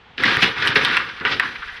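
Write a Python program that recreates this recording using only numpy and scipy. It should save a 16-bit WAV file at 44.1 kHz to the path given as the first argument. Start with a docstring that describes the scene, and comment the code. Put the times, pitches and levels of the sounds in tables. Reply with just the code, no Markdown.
"""A light metal screen door is knocked out of its track on a covered patio and topples onto a chair.
Its frame rattles in dense ringing ticks, with a noisy mesh sizzle above and a low panel shudder below.
Damped two-pitch snaps, clustered-tick knocks and low swinging thumps stand out of the rattle.
A camera microphone hears it with the patio's short reverberation, over a faint outdoor noise floor.
A limiter eases down the loudest peaks and the extreme top is cut."""
import sys
import numpy as np
from scipy import signal
from scipy.fft import rfft, irfft
from scipy.io import wavfile
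from scipy.ndimage import uniform_filter1d, minimum_filter1d

SR = 44100
rng = np.random.default_rng(int(sys.argv[2]) if len(sys.argv) > 2 else 0)


def generate_wav(sig):
    """Save sig (samples, or channels by samples) to the path in sys.argv[1] as 16-bit PCM at SR."""
    pcm = np.round(np.clip(np.atleast_2d(sig).T, -1, 1) * 32767).astype(np.int16)
    wavfile.write(sys.argv[1], SR, pcm)


N = 79380  # samples, 1.8 s

# broad colour of the frame's ticks and knocks: pitch_hz, gain_db
TICK_COLOUR = [(350, -22.5), (600, -39.5), (726, -16), (807, -19.5), (916, -12.5), (1190, -6.5), (1590, -1),
               (2300, -8), (3400, -8.5), (5180, -19), (6540, -39), (7500, -44.5), (9750, -66),
               (16500, -120)]
TICKS_PER_S = 1500  # mean rate of clicks in one group


def undb(db):
    """Amplitude ratio of a level in dB."""
    return 10 ** (np.asarray(db) / 20)


def unit(x):
    """Scale to an RMS of 1."""
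    return x / np.sqrt(np.mean(x ** 2))


def curve(spans, axis):
    """Straight lines through one column of each stretch; its last value holds until the next blow."""
    t, out = np.arange(N) / SR, np.zeros(N)
    for rows in map(np.array, spans):
        level = np.interp(t, np.sort(rows[:, 0]), rows[:, axis])
        out = np.where(t >= rows[0, 0], level, out)
    first_s, first_value = spans[0][0][0], spans[0][0][axis]
    out = np.where(t < first_s, first_value, out)
    return uniform_filter1d(out, size=40)  # rounds the jumps over about 1 ms


def ring(x, hz, width_hz):
    """One resonance, gain 1 at the centre."""
    return signal.lfilter(*signal.iirpeak(hz, hz / width_hz, fs=SR), x)


def colour(x, points):
    """Causal minimum-phase filter whose gain runs through points of pitch_hz, gain_db."""
    p, size = np.array(points), 4096
    hz = np.arange(size // 2 + 1) * SR / size
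    db = np.interp(np.log(hz + 1), np.log(p[:, 0]), p[:, 1])
    # folding the cepstrum forward in time gives the minimum phase
    cepstrum = irfft(np.log(undb(db)))
    cepstrum[1:size // 2] *= 2
    cepstrum[size // 2 + 1:] = 0
    response = irfft(np.exp(rfft(cepstrum)))[:size // 2]
    return signal.fftconvolve(x, response)[:len(x)]


def fade(t, t60):
    """Exponential decay from time 0, 60 dB down after t60 seconds; silent before."""
    return (t >= 0) * undb(-60 * np.maximum(t, 0) / t60)


def ticks(rate):
    """Random clicks of either sign, a few much larger than the rest."""
    scatter_db = 2  # mean of the exponential spread of levels
    u = rng.random((3, N))
    struck = u[0] < rate / SR
    return struck * np.sign(u[1] - .5) * undb(-scatter_db * np.log(u[2] + 1e-9))


def walk(rate):
    """Random levels joined by straight slews, rate of them a second, RMS 1."""
    k = int(SR / rate)
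    steps = np.repeat(rng.standard_normal(N // k + 1), k)
    return unit(uniform_filter1d(steps, k)[:N])


def outdoors():
    """Faint outdoor floor: coloured noise with a slightly wandering level."""
    # spectrum of the outdoor floor: pitch_hz, gain_db
    air_colour = [(18, -32), (30, -6), (100, -4.5), (359, -16.5), (450, -7), (593, -20.5), (724, -9),
                  (842, -10.5), (3260, -14.5), (12000, -66), (15600, -101), (22000, -120)]
    level_db = -48.5
    air = unit(colour(rng.standard_normal(N), air_colour))
    return air * undb(level_db + 0.5 * walk(19))


def patio(door):
    """Reverberation of the covered patio: the door convolved with decaying, low-passed noise."""
    top_hz, t60_s, delay_s, level_db = 5370, 0.38, .006, -15
    t = np.arange(SR // 2) / SR
    noise = signal.lfilter(*signal.butter(2, top_hz, fs=SR), rng.standard_normal(len(t)))
    walls = noise * fade(t - delay_s, t60_s)
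    walls = walls / np.sqrt(np.sum(walls ** 2))
    return undb(level_db) * signal.fftconvolve(door, walls)[:N]


def thumps():
    """Damped low swings as the frame strikes track, wall and chair."""
    # low thumps: start_s, relative_level_db, pitch_hz
    low_blows = [(0.194, -19, 484), (0.254, -10.5, 228.5), (0.371, -13.5, 127), (0.421, -10.5, 136),
                 (0.589, -18.5, 126), (0.691, -16.5, 115), (0.756, -10, 424), (1.2, -33, 424),
                 (1.245, -19, 418), (1.319, -40, 109), (1.589, -29.5, 45.5), (1.658, -30.5, 49),
                 (1.719, -34, 44.6)]
    t60_s, rise_s, level_db = 0.079, 0.0079, -3
    t, out = np.arange(N) / SR, np.zeros(N)
    for s, db, hz in low_blows:
        swing = np.sin(2 * np.pi * hz * (t - s)) * fade(t - s, t60_s)
        out += undb(db + level_db) * swing * np.clip((t - s) / rise_s, 0, 1)
    return out


def mesh():
    """Treble sizzle of the mesh: narrow noise bands, each flickering on its own."""
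    # treble of the mesh: pitch_hz, gain_db
    sizzle_colour = [(3530, -16), (6000, 2), (6650, -20), (6900, -13.5), (8860, -14), (11100, -7),
                     (16000, -37)]
    flicker_db = 3
    patchy = np.zeros(N)
    for f in 6000 * 2 ** (np.arange(9) / 6):  # sixth-octave steps
        band = unit(ring(rng.standard_normal(N), f, f / 10))
        patchy += np.sqrt(1 / f) * band * undb(flicker_db * walk(44.95))
    return unit(colour(patchy, sizzle_colour))


def panel():
    """Low shudder: ticks ring each broad low mode of the door through two resonances in turn."""
    # low modes of door and glass: pitch_hz, base_width_hz (widened below), level_db
    low_modes = [(60, 39, -12), (129.6, 50, -1), (245.7, 39, -2), (343, 68, 0.5), (468.3, 60, -1),
                 (780, 64, -5)]
    shudder = np.zeros(N)
    for f, w, db in low_modes:
        mode = ring(ring(ticks(TICKS_PER_S), f, 1.82 * w), f, 4 * w)
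        shudder += undb(db) * unit(mode)
    return unit(shudder)


def frame(rate):
    """Ticks of every pitch, each group on its own, plus the frame modes rung by sparser ticks."""
    # modes of the frame: pitch_hz, width_hz, relative_level_db
    frame_modes = [(929, 40, 3.5), (981.5, 12.6, -2), (1102.6, 35, -6.5), (1203, 54, 3.5), (1445, 42, 2),
                   (1602, 44, -7.5), (1692, 90, 0), (1932, 41, 3.5), (2142, 8.4, 3), (2340, 150, 7.5),
                   (2563, 130, 3.5), (2787, 51, -14), (3014, 46, -6), (3426, 130, 3)]
    ring_db = -7.5  # modes against ticks
    pitches = 500 * 2 ** (np.arange(14) / 3)  # third-octave steps
    grains = sum(ring(ticks(rate), f, f / 4) for f in pitches)
    modes = sum(undb(db) * unit(ring(ticks(rate / 4), f, w)) for f, w, db in frame_modes)
    return unit(colour(unit(grains) + undb(ring_db) * unit(modes), TICK_COLOUR))


def knocks():
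    """Blurred knocks, short clusters of ticks around one pitch: quick rise, hold, release."""
    # blurred knocks: start_s, relative_level_db, pitch_hz, length_s (up to the release)
    blows = [(0.1965, -10, 1580, 0.0092), (0.2359, -0.5, 1910, 0.011), (0.275, -0.5, 1630, 0.012),
             (0.3, -3.5, 1620, 0.012), (0.333, -7, 1600, 0.0062), (0.4206, 5, 2570, 0.014),
             (0.4464, -7.5, 2070, 0.019), (0.619, -10, 1630, 0.016), (0.7045, -6.5, 1630, 0.013),
             (0.753, -1, 1750, 0.012), (0.8854, -12, 1770, 0.033), (0.993, -8, 1230, 0.01),
             (1.181, -20, 1480, 0.012), (1.202, -21.5, 1650, 0.011), (1.32, -23, 2320, 0.019),
             (1.4167, -8.5, 1160, 0.018), (1.448, -5.5, 1650, 0.0069), (1.5505, -17, 2430, 0.013),
             (1.624, -12.5, 1430, 0.008), (1.674, -17.5, 1770, 0.024), (1.735, -21.5, 1900, 0.022)]
    level_db, relative_width, rise_s, release_t60_s = -15, 0.32, 0.0069, 0.071
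    t, out = np.arange(N) / SR, np.zeros(N)
    for s, db, hz, length in blows:
        cluster = ring(ticks(TICKS_PER_S * 5), hz, relative_width * hz)
        grain = unit(colour(cluster, TICK_COLOUR))
        release = np.where(t < s + length, 1, fade(t - s - length, release_t60_s))
        shape = np.clip((t - s) / rise_s, 0, 1) * release
        out += undb(db + level_db) * grain * shape
    return out


def snaps():
    """A few cycles at two pitches, a treble tick, one quick echo and a short jangle of the frame."""
    # sharp snaps: start_s, level_db, pitch_hz, relative_tick_level_db, upper_pitch_hz,
    # upper_level_db (against the first pitch), t60_s
    sharp_blows = [(0.2359, 2.5, 1938, -26, 3850, -11, 0.015), (0.3691, 0, 1870, -42, 2640, -8.5, 0.0098),
                   (0.6734, 1, 3000, -22.5, 3000, -15, 0.0085), (0.8485, 3, 3560, -21, 3240, -1, 0.0076),
                   (0.9682, 3.5, 1830, -25.5, 2600, -0.5, 0.0087), (1.2506, -2, 1600, -68, 2910, 0, 0.0074),
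                   (1.3972, 5, 1880, -28.5, 2600, -6, 0.0086)]
    # treble of a snap: pitch_hz, gain_db
    tick_colour = [(3240, -12.5), (5500, 5), (6910, -40), (7620, -5.5), (10200, -10), (12500, -16),
                   (16000, -46)]
    echo_s, echo_db, tick_level_db = .0055, -8.5, 10
    jangle_db, jangle_t60_s = -20.5, 0.045
    onset_s, rise_s = .0003, 0.000597
    t, out = np.arange(N) / SR, np.zeros(N)
    jangle = frame(TICKS_PER_S)
    for s, db, hz, tick_db, upper_hz, upper_db, t60 in sharp_blows:
        for late, less_db in ((0, 0), (echo_s, echo_db)):
            d = t - s - late - onset_s
            tone = np.sin(2 * np.pi * hz * d) + undb(upper_db) * np.sin(2 * np.pi * upper_hz * d)
            rise = np.clip(d / rise_s, 0, 1) ** 2
            out += undb(db + less_db) * tone * fade(d, t60) * rise
        click = np.zeros(N)
        click[int((s + .0008) * SR)] = 1
        tick = colour(click, tick_colour)
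        out += undb(tick_db + tick_level_db) * tick / np.abs(tick).max()
        out += undb(db + jangle_db) * jangle * fade(t - s, jangle_t60_s)
    return out


def rattle():
    """The frame chatters in its track, brighter or duller; the mesh sizzles above, the panel shudders below."""
    # rattle of the frame, one stretch from blow to blow:
    # start_s, level_db, brightness_db (used against its median), shudder_level_db, treble_level_db
    stretches = [
        [(0.172, -68, 3, -60, -77), (0.18, -39.5, 4.5, -44, -70), (0.202, -23, -10, -32.5, -56),
         (0.226, -24, -10.5, -30.5, -56)],
        [(0.24, -21, -19, -45, -51), (0.252, -18.5, -3.5, -27.5, -49.5), (0.4, -21.5, -9.5, -32.5, -48.5),
         (0.415, -22.5, 3.5, -37, -44)],
        [(0.423, -14.5, 5.5, -26, -41), (0.427, -19, -1, -22, -36.5), (0.543, -27, -14, -42.5, -63),
         (0.612, -22.5, -9, -36, -53.5)],
        [(0.622, -17.5, -4, -33, -56), (0.64, -23, -6.5, -33.5, -55), (0.664, -16, -16, -28.5, -44.5)],
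        [(0.678, -21.5, 12.5, -49, -51), (0.684, -20, -4.5, -31, -43), (0.744, -25, -12, -36, -82),
         (0.748, -27, -13, -32, -46)],
        [(0.757, -10.5, -3.5, -50, -48), (0.769, -13.5, -9, -21.5, -46), (0.805, -19, -15.5, -37, -50),
         (0.839, -20.5, -5.5, -29, -48)],
        [(0.853, -16, -6, -44, -38), (0.857, -20, -3, -30, -56), (0.863, -18, -11, -32.5, -52),
         (0.958, -21, -10, -36.5, -53)],
        [(0.972, -10, -10, -47, -43), (0.98, -18.5, -15, -34, -54), (1.13, -35, -10, -48, -66),
         (1.2, -34, -9, -57.5, -66)],
        [(1.21, -21.5, -15, -35, -68), (1.226, -29, -31, -37, -67), (1.241, -27, -25, -42, -61)],
        [(1.255, -12.5, -14, -36, -70), (1.263, -19.5, -13, -33.5, -61), (1.287, -18.5, -16.5, -33.5, -54),
         (1.305, -23, -6.5, -32.5, -54)],
        [(1.314, -27, 1, -30.5, -58), (1.324, -19.5, -3, -29, -57), (1.387, -42, 3, -39.5, -61)],
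        [(1.401, -16, -13, -44, -44), (1.407, -20.5, -21, -45, -70), (1.445, -26.5, -10.5, -40, -58),
         (1.61, -37.5, -11, -57, -64.5)],
        [(1.62, -25.5, -19, -58, -66), (1.642, -36.5, -9.5, -60.5, -64), (1.77, -36.5, -8.5, -58, -63),
         (1.8, -44, -8, -53, -76)],
    ]
    flicker_db, shudder_flicker_db = 2.0, 1.03
    body = frame(TICKS_PER_S)
    high = signal.sosfiltfilt(signal.butter(2, 2700, "high", fs=SR, output="sos"), body)
    bright = curve(stretches, axis=2)
    body = unit(body + (undb(bright - np.median(bright)) - 1) * high)
    body = body * undb(curve(stretches, axis=1) + flicker_db * walk(90))
    shudder = panel() * undb(curve(stretches, axis=3) + shudder_flicker_db * walk(25))
    sizzle = mesh() * undb(curve(stretches, axis=4))
    on = np.arange(N) / SR > stretches[0][0][0]
    return on * (body + sizzle + shudder)


def scene():
    """The door, its patio reverberation and the outdoor floor, in one channel."""
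    door = rattle() + snaps() + knocks() + thumps()
    return (door + patio(door) + outdoors())[None]


def record(dry):
    """A quick limiter eases the gain down around peaks over the ceiling; the top is cut."""
    ceiling, top_hz = .78, 16000
    need = minimum_filter1d(ceiling / np.maximum(np.abs(dry), ceiling), size=61)
    gain = uniform_filter1d(uniform_filter1d(need, size=31), size=31)
    top_cut = signal.ellip(8, .2, 70, top_hz, fs=SR, output="sos")
    return signal.sosfilt(top_cut, dry * gain)


dry = scene()
out = record(dry)
generate_wav(out)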